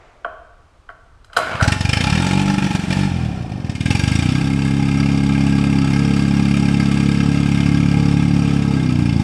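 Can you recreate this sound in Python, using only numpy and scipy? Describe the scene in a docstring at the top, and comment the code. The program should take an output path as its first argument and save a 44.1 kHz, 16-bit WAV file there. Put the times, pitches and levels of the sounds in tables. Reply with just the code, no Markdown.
"""In a workshop, a small twin-cylinder outboard motor is started on a stand. The handle knocks home twice,
exciting the housing's modes, and the rope spins a whirring pulley. The motor catches, races with misfires,
nearly stalls, and settles to an even run that sags at the end. Each firing is an impulse: a puff drives
the air column of the dry exhaust leg, a knock drives the bare block, and a gulp of air sounds the intake.
The room reverberates over a low rumble."""
import sys
import numpy as np
from scipy import signal
from scipy.fft import rfft, irfft, next_fast_len
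from scipy.io import wavfile
from scipy.ndimage import uniform_filter1d

SR = 44100
rng = np.random.default_rng(int(sys.argv[2]) if len(sys.argv) > 2 else 0)


def waveform_to_disk(signal):
    """Save audio, clipped to [-1, 1], as 16-bit WAV at the path in sys.argv[1]."""
    frames = np.transpose(np.atleast_2d(signal))
    scaled = np.clip(frames, -1, 1) * 32767
    samples = np.round(scaled).astype(np.int16)
    wavfile.write(sys.argv[1], SR, samples)


N = 407043
TIME = np.arange(N) / SR
CHOKE_OFF_S, CHOKE_FADE_S = 3.58, 0.466
COASTING_DB = 18  # softness around which the motor coasts

# Relative spectra of room noise and of an earlier knock's ring (frequency [Hz], density [dB])
ROOM_SPECTRUM = [(8.8, -36), (15, 7), (48, 8), (152, -9), (186, -18), (215, -14.5), (339, -16.5),
                 (951, -16), (1200, -13), (1730, -22.5), (14000, -40.5)]
RING_SPECTRUM = [(150, -46), (250, -17), (548, -9), (634, -7), (920, -15), (2180, -18), (2530, -21),
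                 (2670, -24), (6000, -37), (7800, -37), (13200, -120)]
# Reverberation of the workshop (frequency [Hz], T60 [s])
ROOM_DECAY = [(100, 1), (600, 1), (1500, 0.78), (4000, 0.83), (10000, 0.68)]
# Blows of handle and pawl (time [s], level [dB], low modes [dB], ping [dB], high modes [dB])
STARTER_KNOCKS = [(0.246, -20.5, 3, 4, -18), (0.89, -30.5, -3, 3.5, -18), (0.901, -35.5, -21, -12, -8),
                  (1.245, -48, -11, 15, 15), (1.299, -44, 0, -7, -7), (1.331, -35, -23, 14, 8),
                  (1.365, -17, 8, 10, 7), (1.369, -8, -4, 7, 6.5), (1.382, -19, 3, 12, 3),
                  (1.601, -17, -5, -1, -7), (1.61, -10.5, -31, -7, -3), (1.641, -18, -23, -4, 8),
                  (1.691, -33, -16, -23, -28)]
# Modes of the starter housing (frequency [Hz], level [dB], T60 [s])
HOUSING_MODES = [(474, 4, 0.035), (631, -4.5, 0.3), (682, 8, 0.09), (856, -16, 0.014), (980, 8, 0.026),
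                 (1123, 6, 0.076), (1222, 1, 0.031), (1360, 13.5, 0.03), (1435, 17, 0.031),
                 (1508, 17.5, 0.025), (2020, 2, 0.017), (2910, -3, 0.016), (3093, 1.5, 0.016),
                 (4000, 7.5, 0.01), (4940, 0, 0.013), (7660, -27, 0.057)]
# Relative spectrum of the pulley (frequency [Hz], density [dB])
PULLEY_SPECTRUM = [(35, -33), (60, -9), (114, -7), (417, -12), (658, -3), (927, -9), (1460, -9),
                   (1840, -15), (2160, -7.5), (7740, -40), (14000, -68)]
# Pitch of its whirr (time [s], frequency [Hz])
WHIRR_PITCH = [(1.39, 1390), (1.45, 1360), (1.5, 1580), (1.55, 1140), (1.7, 1600)]
# Speed of the motor (time [s], firing rate [Hz])
FIRING_RATE = [(1.45, 8.3), (1.597, 13.16), (1.703, 24.25), (1.788, 22.4), (1.978, 26.68), (2.222, 45.07),
               (2.513, 49.09), (2.871, 44.76), (3.058, 48.88), (3.068, 46.58), (3.25, 39.43), (3.42, 28.83),
               (3.58, 23.68), (3.74, 17.08), (3.9, 21.46), (4.1, 25.5), (4.3, 32.0), (4.45, 33.69),
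               (4.8, 34.18), (5.1, 34.39), (5.4, 34.4), (5.7, 34.51), (5.85, 33.6), (6.0, 34.66),
               (6.25, 34.56), (6.5, 34.75), (6.75, 34.73), (7.0, 34.6), (7.15, 34.76), (7.3, 35.2),
               (7.5, 34.77), (7.8, 35.56), (8.05, 35.23), (8.3, 35.87), (8.5, 34.94), (8.7, 34.52),
               (8.85, 31.88), (9.0, 29.68), (9.23, 27.23)]
# Strength of firing (time [s], puff [dB], knock [dB])
FIRING_LOAD = [(1.5, -45.5, -42), (1.58, -30, -54), (1.63, -19, -17.5), (1.73, -18, -18), (1.82, -22, -25),
               (2.04, -17, -20), (2.4, -14, -23.5), (2.72, -17.5, -23.5), (2.87, -23, -37.5),
               (2.91, -15.5, -23), (3.03, -17.5, -29.5), (3.13, -19.5, -39), (3.5, -23.5, -50),
               (3.62, -23, -50), (3.72, -17, -30.5), (3.81, -21.5, -30.5), (3.88, -17, -20.5),
               (4.0, -17, -19.5), (4.3, -17.5, -25.5), (4.5, -18, -30), (5.6, -15.5, -29),
               (6.6, -14.5, -27), (8.4, -15, -29.5), (8.9, -15.5, -31.5), (9.23, -14.5, -29.5)]
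# Firings that fall short or hit hard (time [s], puff change [dB], knock change [dB])
UNEVEN_FIRINGS = [(1.764, -10, -30), (1.723, -3, 1.5), (1.809, -4.5, 5), (1.852, 0, 3), (1.893, 0, 7),
                  (1.933, -1.5, 5), (1.971, -2, 1), (2.008, -4, 2.5), (2.04, -1, 1), (2.072, 3, -0.5),
                  (2.1, -2, 2.5), (2.126, 4.5, 3), (2.176, 0.5, -1), (2.223, -2, 1.5), (2.246, -4, -0.5),
                  (2.268, -2.5, 1.5), (2.289, -8, -3), (2.311, -2, 2.5), (2.332, -1.5, 1), (2.353, -2, -7),
                  (2.395, -1.5, -0.5), (2.416, -1, 2), (2.437, -6, -21), (2.458, -3.5, -1),
                  (2.479, -3, 0.5), (2.52, -6.5, -11), (2.541, -1, 0), (2.561, -29, -17), (2.582, 1.5, 3),
                  (2.602, -37, -20), (2.687, -43, -15), (2.729, -25, -8), (2.75, 5, 4.5), (2.772, -29, -30),
                  (2.816, -27, -4), (2.86, -33, -2), (2.906, -0.5, 1.5), (2.928, -2.5, 1), (2.949, -10, -8),
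                  (3.075, -2, -6), (3.097, -5, 2), (3.444, -7, -21), (3.477, -8, -10), (3.559, -3.5, 2),
                  (3.519, -6, 7), (3.602, -6, 4), (3.647, -4.5, 5.5), (3.698, -5, -1), (3.755, -9.5, -3.5),
                  (3.907, 0, 1), (3.952, -0.5, -0.5), (3.996, -3, -4), (4.038, -0.5, -3.5), (4.079, 0, 0),
                  (4.226, -1.5, 1.5), (4.291, 1.5, 1), (4.353, 1, 0), (4.827, 2, 3), (5.003, 0.5, 4),
                  (5.41, 1, 2), (5.47, 1, 1.5), (5.586, 0.5, 4), (6.169, -0.5, 3), (6.544, -1, 0),
                  (6.573, -0.5, 3.5), (6.688, 0.5, 0), (6.745, 1.5, 0), (6.802, 2, 3), (6.861, -1, 2.5),
                  (6.919, -0.5, 3.5), (6.976, -1, 2), (7.033, 0.5, 0.5), (7.092, 1.5, 3.5), (7.293, 0.5, 1),
                  (7.521, -0.5, 4), (7.608, 0.5, 2.5), (7.663, 1.5, 3.5)]
# Intake resonance (time [s], frequency [Hz], drive relative to the puff [dB])
INTAKE_NOTE = [(1.6, 840, 9.5), (2.0, 830, 8.5), (2.2, 855, 7), (2.7, 837, 4.5), (3.03, 858, 6),
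               (3.18, 774, 3), (3.5, 726, 4), (3.75, 830, -3), (4.1, 820, 2), (6.0, 820, -2.5),
               (8.0, 819, -3.5), (9.23, 820, -3)]
# Modes of the block (frequency [Hz], bandwidth [Hz], gain on choke [dB], gain off choke [dB])
BLOCK_MODES = [(620, 254, -3.5, -10.5), (705, 150, -26, -9), (1147, 59, -20, -4), (1284, 110, -38, -1),
               (1363, 164, -2, -29), (1614, 99, -3.5, -0.5), (1793, 180, -3, -16), (2137, 120, -7, -1.5),
               (2403, 196, -0.5, -3.5), (2693, 190, -6, -5), (3068, 400, -9.5, -11.5), (3445, 81, -6.5, -9),
               (3696, 110, -8.5, -9.5), (4260, 91, -9.5, -30), (4680, 330, -12.5, -9.5),
               (5235, 310, -10.5, -12), (5670, 82, -15, -9.5), (5850, 115, -10, -18),
               (6670, 150, -15.5, -15), (7920, 1170, -19, -19), (10000, 2800, -26.5, -25.5)]
# Valve gear rattle (time [s], level [dB])
VALVE_RATTLE = [(1.45, -48), (1.8, -55), (2.2, -34.5), (3.0, -32.5), (3.3, -34), (3.5, -39.5),
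                (3.75, -38.5), (4.0, -26), (4.4, -31.5), (8.6, -31.5), (9.23, -34.5)]
# Relative spectrum of the broadband rattle (frequency [Hz], density [dB])
RATTLE_SPECTRUM = [(40, -29), (240, 0.5), (400, -8.5), (1900, -14.5), (2660, -12), (4050, -17),
                   (4760, -19.5), (8280, -23.5), (13000, -28.5)]
# Reflections in the leg, inverted by the open end (delay [ms], amplitude [ratio])
LEG_ECHOES = [(2.45, -.8), (7.2, .8), (12.7, .3), (23.2, .21)]
STALL_ECHOES = [(-2.1, .45), (3.1, -1.15), (7.8, .35), (12.9, .3), (23.5, .15)]  # near a stall the valve cracks open early
CHOKE_ECHOES = [(-2.6, -.2), (2.5, -.2), (6.2, .4), (8.3, -.25)]
# Suction pulse (time [s], level relative to the puff [dB])
SUCTION_LEVEL = [(1.45, -8), (2.0, -16), (2.4, -8), (2.87, -6), (2.91, -9), (3.13, -9), (3.3, -1),
                 (3.55, 4), (3.72, -8), (3.88, 0), (4.3, -11.5), (4.5, 3.5), (8.7, -1), (9.23, -1.5)]
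# Exhaust bass (time [s], gain [dB])
BASS_GAIN = [(1.5, 3.5), (2.1, 6), (2.6, -1.5), (3.1, 6.5), (3.8, -2.5), (4.3, 6), (4.7, 1.5), (6.0, -0.5),
             (7.0, -1), (8.0, 4), (8.7, 1), (9.23, 0)]
# Response of a small housed microphone (frequency [Hz], gain [dB])
MIC_RESPONSE = [(25, 1.5), (45, -3), (70, 2.5), (110, 1.5), (9000, -1), (12000, -12), (15000, -24)]


def amp(db):
    """Decibels to amplitude ratio."""
    return 10 ** (np.asarray(db) / 20)


def unit_rms(x):
    """Normalisation to rms 1."""
    return x / np.sqrt(np.mean(x ** 2) + 1e-20)


def at_hz(table, hz):
    """Interpolation on a log-frequency axis."""
    f, value = np.transpose(table)
    return np.interp(np.log(hz + 1), np.log(f + 1), value)


def curve(table, column=1, before=-120):
    """Linear interpolation of a column over time."""
    rows = np.array(table)
    return np.interp(TIME, rows[:, 0], rows[:, column], left=before)


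def filtered(x, spectrum):
    """Filtering by multiplication of spectra."""
    size = next_fast_len(N)
    return irfft(rfft(x, size) * amp(at_hz(spectrum, np.fft.rfftfreq(size, 1 / SR))), size)[..., :N]


def cut(x, order, hz, kind="low"):
    """Zero-phase filtering, forward then backward."""
    return signal.sosfiltfilt(signal.butter(order, hz, kind, fs=SR, output="sos"), x)


def resonate(x, hz, width, stages=1):
    """Resonance by heterodyning: each stage shifts hz to zero, smooths, and shifts back."""
    turn, pole = np.exp(2j * np.pi * np.cumsum(hz * np.ones(N)) / SR), np.exp(-np.pi * width / SR)
    for _ in range(stages):
        x = 2 * (turn * signal.lfilter([1 - pole], [1, -pole], x / turn)).real
    return x


def train(at, size):
    """Impulse train at the given samples."""
    return np.bincount(np.clip(at, 0, N - 1), size, N)


def burst(at, size, rise_s, fall_s):
    """Transient envelope: vibration swells and decays after each stroke."""
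    t = np.arange(1500) / SR
    swell = (t / rise_s) * np.exp(1 - t / rise_s)
    tail = 0.5 * (1 - np.exp(-t / rise_s)) * np.exp(-t / fall_s)
    return signal.oaconvolve(train(at, size), swell + tail)[:N]


def wander():
    """Slow random modulation: twelve summed sines, rms 1."""
    hz, phase, steps = np.geomspace(0.3, 2.5, 12), rng.random(12), TIME[::441]
    return unit_rms(np.interp(TIME, steps, np.sin(2 * np.pi * (np.outer(steps, hz) + phase)).sum(axis=1)))


def scatter(at):
    """Gaussian variation, one value a stroke."""
    return rng.standard_normal(400)[:len(at)]


def room_noise():
    """Steady rumble and air, with the exponential decay of an earlier knock."""
    air, ring = rng.standard_normal((2, N))
    return (amp(-48.5) * unit_rms(filtered(air, ROOM_SPECTRUM))
            + amp(-48 - 33 * TIME) * unit_rms(filtered(ring, RING_SPECTRUM)))


def reverberation(x):
    """Diffuse reflection: sparse echoes of random sign, each band decaying at its own rate."""
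    taps = np.zeros(SR)
    at = np.arange(400, SR - 20, 20) + rng.integers(0, 20, (SR - 401) // 20)
    taps[at] = rng.choice([-1., 1.], len(at))
    hz, t, bands = signal.stft(taps, SR, nperseg=256)
    tail = signal.istft(bands * amp(-60 * t / at_hz(ROOM_DECAY, hz)[:, None]), SR, nperseg=256)[1]
    return signal.fftconvolve(x, tail / np.linalg.norm(tail))[:N]


def starter_knocks():
    """Impact excitation: handle and pawl set the housing's damped modes ringing."""
    t, out = np.arange(6000) / SR, np.zeros(N + 6000)
    spots = rng.uniform(-0.39, 1, (len(STARTER_KNOCKS), len(HOUSING_MODES)))  # each blow lands elsewhere
    clack_band = signal.butter(4, [500, 1900], "band", fs=SR, output="sos")
    for (start_s, db, low_db, ping_db, high_db), spot in zip(STARTER_KNOCKS, spots):
        click = amp(high_db - 8) * rng.standard_normal(len(t))
        clack = amp(11) * signal.sosfilt(clack_band, rng.standard_normal(len(t)))
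        ring = (click + clack) * np.exp(-t / 0.012)
        for (hz, mode_db, t60), shift in zip(HOUSING_MODES, spot):
            tilt_db = low_db * (hz < 1200) + ping_db * (2500 < hz < 3500) + high_db * (hz > 3500)
            envelope = amp(mode_db + tilt_db - 60 * t / t60) * np.minimum(t * hz / 4.5, 1)
            ring += envelope * np.sin(2 * np.pi * hz * (1 + 0.013 * shift) * t)
        jitter = unit_rms(uniform_filter1d(uniform_filter1d(rng.standard_normal(len(t)), 70), 70))
        chatter = amp(4.1 * jitter * np.minimum(t / 0.02, 1))  # loose parts chop the ring
        attack = np.minimum(t / 0.0041, 1) ** 0.39
        out[round(start_s * SR):][:len(t)] += amp(db - 7) * chatter * ring * attack
    return out[:N]


def pulley():
    """Noise-driven resonance: the pulley whirrs, louder as the rope tightens."""
    pull_s, taut_s, stop_s = 1.323, 1.388, 1.675
    noise = rng.standard_normal(N) * amp(3.2 * unit_rms(uniform_filter1d(rng.standard_normal(N), 150)))
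    whirr = unit_rms(resonate(noise, curve(WHIRR_PITCH, before=1260), 110))
    level = amp(np.interp(TIME, [pull_s, taut_s], [-55.5, -28.5])) * (TIME > pull_s) * (TIME < stop_s)
    return level * (unit_rms(filtered(noise, PULLEY_SPECTRUM)) + 0.74 * whirr)


def choke():
    """Crossfade: 1 on the choke, 0 once it is pushed in."""
    return 1 - np.clip((TIME - CHOKE_OFF_S) / CHOKE_FADE_S, 0, 1)


def slowness():
    """Crossfade: 0 at running speed, 1 near a stall."""
    return np.clip((33 - curve(FIRING_RATE)) / 11, 0, 1)


def softness_db():
    """Level of puff over knock: small under load, large when coasting."""
    return np.clip(curve(FIRING_LOAD, 1) - curve(FIRING_LOAD, 2), 0, 30)


def strokes(phase):
    """Phase is the integral of rate: the samples where each firing cycle passes a given phase."""
    cycles = np.cumsum(curve(FIRING_RATE, before=0)) / SR - phase
    return np.flatnonzero(np.diff(np.floor(cycles)) > 0)[int(np.any(phase)):]


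def firing_db(at, column, spread_db):
    """Cycle-to-cycle variation: levels scatter about the load, more widely when coasting."""
    spread_db = spread_db + 0.06 * np.maximum(softness_db()[at] - COASTING_DB, 0)
    db = curve(FIRING_LOAD, column)[at] + spread_db * scatter(at)
    for row in UNEVEN_FIRINGS:
        db[np.argmin(abs(at / SR - row[0]))] += row[column]
    return db - 10 * np.log10(curve(FIRING_RATE, before=1)[at] / 39.5)  # slower firings carry more each


def intake():
    """Cavity resonance: the open carburettor throat sounds its note at each gulp of air."""
    at = strokes(0)
    at = at + ((-0.00511 + 0.00438 * choke()[at]) * SR).astype(int)  # gulps lead, less so on the choke
    drive_db = curve(INTAKE_NOTE, 2) + 0.5 * wander()
    gulps = amp(firing_db(at, column=1, spread_db=2) + drive_db[at])
    flow = burst(at, gulps, 0.002, 0.0043) + amp(curve(FIRING_LOAD) + drive_db - 12)
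    air = flow * rng.standard_normal(N) + amp(24.5) * train(at, gulps)
    return amp(5) * resonate(air, curve(INTAKE_NOTE, before=860), 91, stages=2)


def block():
    """Forced vibration: each firing shakes the block's modes in its own mix, over the valve rattle."""
    at, valves = strokes(0), strokes(0.34)
    imbalance_db = 0.6 * (-1) ** np.arange(len(at))  # the two cylinders differ
    knock = amp(firing_db(at, column=2, spread_db=1.1) + 0.05 * wander()[at] + imbalance_db)
    ticks = burst(valves, 2 * rng.random(400)[:len(valves)], 0.0042, 0.0095)
    rattle = amp(curve(VALVE_RATTLE) - 7.5) * (1 + ticks)
    mix, lag = rng.standard_normal((400, len(BLOCK_MODES))), rng.random((400, len(BLOCK_MODES)))
    mix = unit_rms(mix + 0.15 * uniform_filter1d(mix, size=3, axis=1))  # neighbours shake together
    unchoked, slow, modes = 1 - choke(), slowness(), 0
    dull_db = -0.54 * np.maximum(softness_db() - COASTING_DB + 7.5, 0)  # soft firings lose treble
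    for k, (hz, width, on_db, off_db) in enumerate(BLOCK_MODES):
        arrival = at + ((0.003 * lag[:len(at), k] - 0.004) * SR).astype(int)  # each part has its moment
        size = knock * min(1, hz / 1800) * amp((3 - 0.8 * slow[at]) * np.clip(mix[:len(at), k], -1.6, 1.6))
        shake = (rattle + amp(5) * burst(arrival, size, 0.0029, 0.0071)) * rng.standard_normal(N)
        shake += amp(14) * min(1, 3000 / hz) * train(arrival + 70, size)
        slow_db = -10 if hz < 1450 else 0 if hz < 4000 else 2  # a slow crank favours the high modes
        gain_db = on_db + (off_db - on_db) * unchoked + slow_db * slow + dull_db * (hz > 6000)
        mode = np.hstack(signal.iirpeak(hz, hz / width, SR))
        modes += amp(gain_db) * signal.sosfilt([mode, mode], shake)
    clatter = rng.standard_normal(N) * (rattle + amp(-6.5) * burst(at - 150, knock, 0.0055, 0.049))
    clatter = np.std(clatter) * unit_rms(filtered(clatter, RATTLE_SPECTRUM))
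    return amp(10.5) * modes + amp(-3 - 2.8 * unchoked + 0.28 * dull_db) * clatter


def puff(x, ms):
    """Pulse radiation: a bell-shaped gust is heard as a push between two shallow pulls."""
    u = np.arange(-500, 501) / SR * 1000 / ms
    return signal.oaconvolve(x, (1 - 0.91 * u ** 2) * np.exp(-u ** 2 / 2), "same")


def echoed(blows, echoes):
    """Superposition of each blow and its shifted copies."""
    return blows + sum(share * np.roll(blows, round(ms * SR / 1000)) for ms, share in echoes)


def air_column(blows, rate, slow, long, racing, coast):
    """Standing waves in the leg: racing wakes higher notes, and coasting leaves a hum."""
    modes = [(32.5, 1 + 7.1 * slow, 109, 57), (45.5, slow, 99, 25),
             (38, long * (1 - 0.27 * racing), 81, 38), (23.5, 1 + 0.5 * long, 142, 16),
             (46, coast, 120, 11), (38, coast, 2 * rate, 12),
             (43, racing, 158, 33), (45, racing, 210, 53), (46, racing, 312, 57)]
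    return sum(amp(db) * resonate(blows * drive, hz, width) for db, drive, hz, width in modes)


def exhaust():
    """Pulse excitation: puffs alternating with suction drive the leg; the puffs also shake cowl and stand."""
    rate, slow = curve(FIRING_RATE, before=1), slowness()
    racing = np.clip((rate - 36) / 11, 0, 1)
    long = np.maximum(slow, TIME < CHOKE_OFF_S)  # a slow crank or rich, cold mixture lengthens the gust
    coast = np.clip((softness_db() - COASTING_DB + 3) / 6, 0, 1) * (TIME > 3)  # throttle shut
    at, later = strokes(0), strokes(0.553 + 0.053 * racing)  # suction falls later in the cycle at speed
    blows = train(at, amp(firing_db(at, column=1, spread_db=0.45)))
    suction_db = (curve(FIRING_LOAD) + curve(SUCTION_LEVEL))[later] + scatter(later)
    suction = train(later, amp(suction_db + 0.59 * (-1) ** np.arange(len(later))))
    gusts = amp(7) * puff(echoed(blows * (1 - long), LEG_ECHOES) - suction, ms=1.07)
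    gusts += amp(-0.5) * puff(echoed(blows * slow, STALL_ECHOES), ms=1.13)
    gusts += amp(2) * puff(echoed(blows * (long - slow), CHOKE_ECHOES), ms=1.54)
    backflow = puff(np.roll(blows * coast, -round(0.0028 * SR)), ms=1.17)  # an empty cylinder draws first
    gusts = gusts * (1 - 0.28 * coast) - amp(-5) * backflow
    turbulence = unit_rms(puff(rng.standard_normal(N), ms=0.22))
    turbulence *= amp(curve(FIRING_LOAD) - 12.5 + 0.52 * softness_db())
    muffled = cut(gusts + turbulence + air_column(blows, rate, slow, long, racing, coast), order=5, hz=335)
    muffled += (amp(curve(BASS_GAIN, before=0)) - 1) * cut(muffled, order=3, hz=125)
    harmonic = resonate(blows * (1 - long) ** 4, 13 * rate, 16)
    cowl = amp(33 + 4.5 * wander()) * resonate(harmonic, 457, 43)  # one order hums through a panel
    leak = amp(13.5) * resonate(blows, 610, 260, stages=2)  # the puff's edge passes the casing
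    leak += amp(-14) * resonate(turbulence, 420, 310)
    stand = amp(28.5) * resonate(blows, rate, 6, stages=2)  # rocks once per firing
    return cut(muffled, order=2, hz=38, kind="high") + cowl + stand + leak


def scene():
    """Superposition of direct sound, reverberation and room noise."""
    gas, engine, starter = exhaust(), block() + intake(), starter_knocks() + pulley()
    room = reverberation(amp(-13) * gas + amp(-6.5) * engine + amp(-8) * starter)
    return (gas + engine + starter + room + room_noise())[None]


def record(dry):
    """Transduction: the microphone colours the sound and saturates softly; a low-pass limits the band."""
    heard = filtered(dry, MIC_RESPONSE)
    rounded = heard / (1 + abs(heard) ** 5) ** (1 / 5)
    low_pass = signal.firwin(1023, 15100, window=("kaiser", 10), fs=SR)
    return signal.oaconvolve(0.92 * rounded, low_pass[None], "same")


dry = scene()
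out = record(dry)
waveform_to_disk(out)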